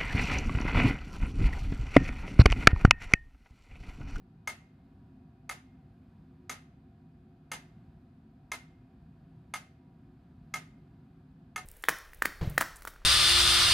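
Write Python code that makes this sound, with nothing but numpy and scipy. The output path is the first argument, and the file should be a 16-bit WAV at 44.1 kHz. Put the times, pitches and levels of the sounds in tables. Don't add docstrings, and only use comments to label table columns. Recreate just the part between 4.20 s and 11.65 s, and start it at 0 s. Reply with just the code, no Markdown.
import sys
import numpy as np
from scipy import signal
from scipy.fft import rfft, irfft
from scipy.io import wavfile

SR = 44100
rng = np.random.default_rng(int(sys.argv[2]) if len(sys.argv) > 2 else 0)


def transcribe(signal):
    frames = np.atleast_2d(signal).T
    limited = np.clip(frames, -1, 1)
    pcm = np.round(limited * 32767).astype(np.int16)
    wavfile.write(sys.argv[1], SR, pcm)


N = 328545


def from_db(db):
    return 10 ** (np.asarray(db) / 20)


def rms_one(x):
    return x / np.sqrt(np.mean(x ** 2) + 1e-20)


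def at_hz(points, hz):
    table = np.array(points)
    return np.interp(np.log(np.maximum(hz, 1)), np.log(table[:, 0]), table[:, 1])


def colour(x, points):
    gain = from_db(at_hz(points, np.fft.rfftfreq(len(x), 1 / SR)))
    return irfft(rfft(x) * gain, len(x))


def drift(rate_hz):
    knots = rng.standard_normal(200)
    return np.interp(np.arange(N) / SR * rate_hz, np.arange(200), knots)


HUM_WAVER_DB, HUM_WAVER_HZ = 1.0, 2.5


def waver():
    return from_db(HUM_WAVER_DB * drift(HUM_WAVER_HZ))


# f/Hz, level/dB
AIR_SPECTRUM = [(22, -44.5), (32, -19.5), (48, -2.5), (130, 0), (200, -3), (400, -18.5), (450, -28.5),
                (720, -27), (1000, -29), (1700, -31.5), (1900, -37.5), (4800, -45), (5600, -54),
                (10000, -57), (16000, -58)]
AIR_DB = -57.5


def broad_background():
    noise = rms_one(colour(rng.standard_normal(N), AIR_SPECTRUM))
    return from_db(AIR_DB) * waver() * noise


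# f/Hz, pole width/Hz, rms level/dB
HUM_RESONANCES = [(146, 4.1, -69), (158.65, 2.7, -64), (222.9, 2.7, -68.5), (255.1, 6.9, -65),
                  (271.8, 2.4, -70.5), (360.2, 10, -73.5), (492.2, 25, -85), (690.5, 27, -78.5),
                  (765.6, 13, -81), (963, 2.7, -87), (2486, 58, -94)]


def hum_resonances():
    out = np.zeros(N)
    for hz, width_hz, level_db in HUM_RESONANCES:
        radius = np.exp(-2 * np.pi * width_hz / SR)
        section = [1, 0, -1, 1, -2 * radius * np.cos(2 * np.pi * hz / SR), radius ** 2]
        hump = signal.sosfilt([section, section], rng.standard_normal(N))
        out += from_db(level_db) * waver() * rms_one(hump)
    return out


# f/Hz, level/dB
HUM_SIDE_LEVEL = [(60, -38), (200, -53), (380, -25), (700, -9), (1290, -4.5), (4400, -5), (15000, -0.5)]


def building_hum():
    mid = broad_background() + hum_resonances()
    side = broad_background() + hum_resonances()
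    return mid, colour(side, HUM_SIDE_LEVEL)


def ring(clicks, hz, t60):
    radius = from_db(-60 / (max(t60, .005) * SR))
    angle = 2 * np.pi * hz / SR
    return signal.lfilter([0, np.sin(angle)], [1, -2 * radius * np.cos(angle), radius ** 2], clicks)


SECOND_EDGE_S, SECOND_EDGE_DB = .00047, 2.4
BOUNCE_S, FIRST_BOUNCE_DB, BOUNCE_LOSS_DB, BOUNCES = .00235, -1, 4.5, 3


def pallet_contacts():
    edges = [(0, 0), (SECOND_EDGE_S, SECOND_EDGE_DB)]
    bounces = [(BOUNCE_S * (n + 1), FIRST_BOUNCE_DB - BOUNCE_LOSS_DB * n) for n in range(BOUNCES)]
    return edges + bounces


# f/Hz, left-swing level/dB, right-swing level/dB, t60/s; levels are relative
CASE_MODES = [(413.4, -29.5, -33, 0.078), (743, -17, -9, 0.21), (976, -22.5, -29, 0.013),
              (1150, -25, -37, 0.027), (1281, 0.5, 0, 0.036), (1710, -12.5, -14, 0.017),
              (1804, -12.5, 1.5, 0.067), (1790, -4.5, 4, 0.022), (2124, 3, 0.5, 0.042),
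              (2120, -45.5, -44.5, 1), (2150, -38, -36.5, 0.39), (2606, 0.5, -0.5, 0.0054),
              (2903, -14.5, -13, 0.06), (3380, -17.5, -17.5, 0.025), (4062, -33, -28, 0.0084),
              (4650, -30.5, -20.5, .025), (5120, -13.5, -26.5, 0.018), (6020, -15.5, -16.5, 0.022),
              (6356, -16.5, -17.5, 0.033), (6850, -17.5, -19.5, .025), (7440, -16, -21.5, 0.015),
              (9120, -24, -16.5, 0.017), (9600, -29, -22, 0.019), (10750, -29, -18.5, 0.015),
              (11080, -30.5, -20.5, 0.023), (13970, -29.5, -50, 0.033), (15300, -32, -35, .03)]
MIDDLE_FROM_HZ, BRIGHT_FROM_HZ = 1700, 3000


def case_ring(middle_db, bright_db, swing):
    out = np.zeros(SR // 2)
    for k, (hz, *swing_db, t60) in enumerate(CASE_MODES):
        clicks = np.zeros(len(out))
        for delay, contact_db in pallet_contacts():
            clicks[round(delay * SR)] += from_db(contact_db + rng.normal(0, 1.5))
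        if hz > BRIGHT_FROM_HZ:
            tone_db = bright_db
        elif hz > MIDDLE_FROM_HZ:
            tone_db = middle_db
        else:
            tone_db = 0
        sign = (-1) ** k
        out += sign * from_db(swing_db[swing] + tone_db) * ring(clicks, hz, t60)
    return out / np.abs(out).max()


# f/Hz, level/dB
CRACK_SPECTRUM = [(300, -23), (700, 7), (2000, 6.5), (5000, -5.5), (7000, -7.5), (11200, -5.5),
                  (12000, -13), (16000, -14.5)]
CRACK_RISE_S, CRACK_T60_S = 0.0014, .04


def metal_crack(bright_db):
    t = np.arange(SR // 2) / SR
    rattle = rms_one(colour(rng.standard_normal(len(t)), CRACK_SPECTRUM))
    rise = 1 - np.exp(-t / CRACK_RISE_S)
    return from_db(bright_db - 60 * t / CRACK_T60_S) * rise * rattle


# delay t/s, left-swing level/dB, right-swing level/dB
WALL_REFLECTIONS = [(0.017, -6.5, -5), (0.029, -11, -14)]
WALL_CUT_HZ = 3000


def wall_echoes(near, swing):
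    pole = np.exp(-2 * np.pi * WALL_CUT_HZ / SR)
    dulled = signal.lfilter([1 - pole], [1, -pole], near)
    out = np.zeros(SR)
    for delay, *echo_db in WALL_REFLECTIONS:
        start = round(delay * SR)
        out[start:start + len(near)] += from_db(echo_db[swing]) * dulled
    return out


# f/Hz, t60/s
ROOM_DECAY = [(300, 0.18), (700, 0.19), (2000, 0.28), (4000, 0.22), (8000, 0.12), (15000, 0.11)]
# f/Hz, level/dB
ROOM_SPECTRUM = [(300, 15), (1000, -6.5), (3000, -4), (8000, 7.5), (15000, 5.5)]
LINGER_DB, LINGER_STRETCH = -18, 2.4


def room_answer(rise_s):
    t = np.arange(SR // 2) / SR
    edges = 250 * 2 ** np.arange(0, 6.1, .5)
    out = np.zeros(len(t))
    for low, high in zip(edges, edges[1:]):
        half_octave = signal.butter(2, [low, high], "band", fs=SR, output="sos")
        band = signal.sosfilt(half_octave, rng.standard_normal(len(t)))
        hz = np.sqrt(low * high)
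        fall_db = -60 * t / at_hz(ROOM_DECAY, hz)
        decay = np.hypot(from_db(fall_db), from_db(LINGER_DB + fall_db / LINGER_STRETCH))
        out += from_db(at_hz(ROOM_SPECTRUM, hz)) * decay * band
    return out * (1 - np.exp(-(t / rise_s) ** 2)) / np.sqrt(SR / 100)


# t/s, peak level of the near ring/dB,
# level of the middle modes/dB, level of the upper modes and crack/dB
SWING_BEATS = [(0.274, -23.5, -2, 4), (1.293, -27, -5, 5.5), (2.295, -26.5, -10.5, 6),
               (3.316, -26, -6, 6.5), (4.317, -24.5, -4.5, 5), (5.338, -24, -6, 3.5),
               (6.339, -24, -4.5, 4.5), (7.36, -24.5, -5.5, 2.5)]
# f/Hz, level/dB
REVERB_SIDE_LEVEL = [(200, -36), (380, -22), (700, -9), (1290, 2), (2300, -3), (4400, -1), (9000, -1),
                     (15000, 1)]
CRACK_NEAR_DB = -10.5
ROOM_DB, ROOM_FOLLOWS, MEAN_PEAK_DB = -4.5, .7, -24.5
RING_ROOM_DB, SNAP_ROOM_DB = -5, 16.5
ROOM_RISE_S, SIDE_RISE_S = .015, .02


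def metronome():
    mid, side = np.zeros((2, N + SR))
    for k, (s, peak_db, middle_db, bright_db) in enumerate(SWING_BEATS):
        swing = k % 2
        at = round(s * SR)
        modes = case_ring(middle_db, bright_db, swing)
        near = modes + from_db(CRACK_NEAR_DB) * metal_crack(bright_db)
        mid[at:at + len(near)] += from_db(peak_db) * near
        echoes = wall_echoes(near, swing)
        mid[at:at + len(echoes)] += from_db(peak_db) * echoes

        room_db = ROOM_DB + MEAN_PEAK_DB + ROOM_FOLLOWS * (peak_db - MEAN_PEAK_DB)
        snap = from_db(room_db + SNAP_ROOM_DB + bright_db)
        for channel, rise_s in ((mid, ROOM_RISE_S), (side, SIDE_RISE_S)):
            answer = room_answer(rise_s)
            tail = signal.fftconvolve(from_db(room_db + RING_ROOM_DB) * modes, answer)
            channel[at:at + len(tail)] += tail
            channel[at:at + len(answer)] += snap * colour(answer, CRACK_SPECTRUM)
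    return mid[:N], colour(side, REVERB_SIDE_LEVEL)[:N]


def scene():
    hum_mid, hum_side = building_hum()
    beat_mid, beat_side = metronome()
    mid, side = beat_mid + hum_mid, beat_side + hum_side
    return np.array([mid + side, mid - side])


CUTOFF_HZ = 16400


def record(dry):
    low_pass = signal.cheby2(12, 60, CUTOFF_HZ, fs=SR, output="sos")
    return signal.sosfilt(low_pass, dry)


dry = scene()
out = record(dry)
transcribe(out)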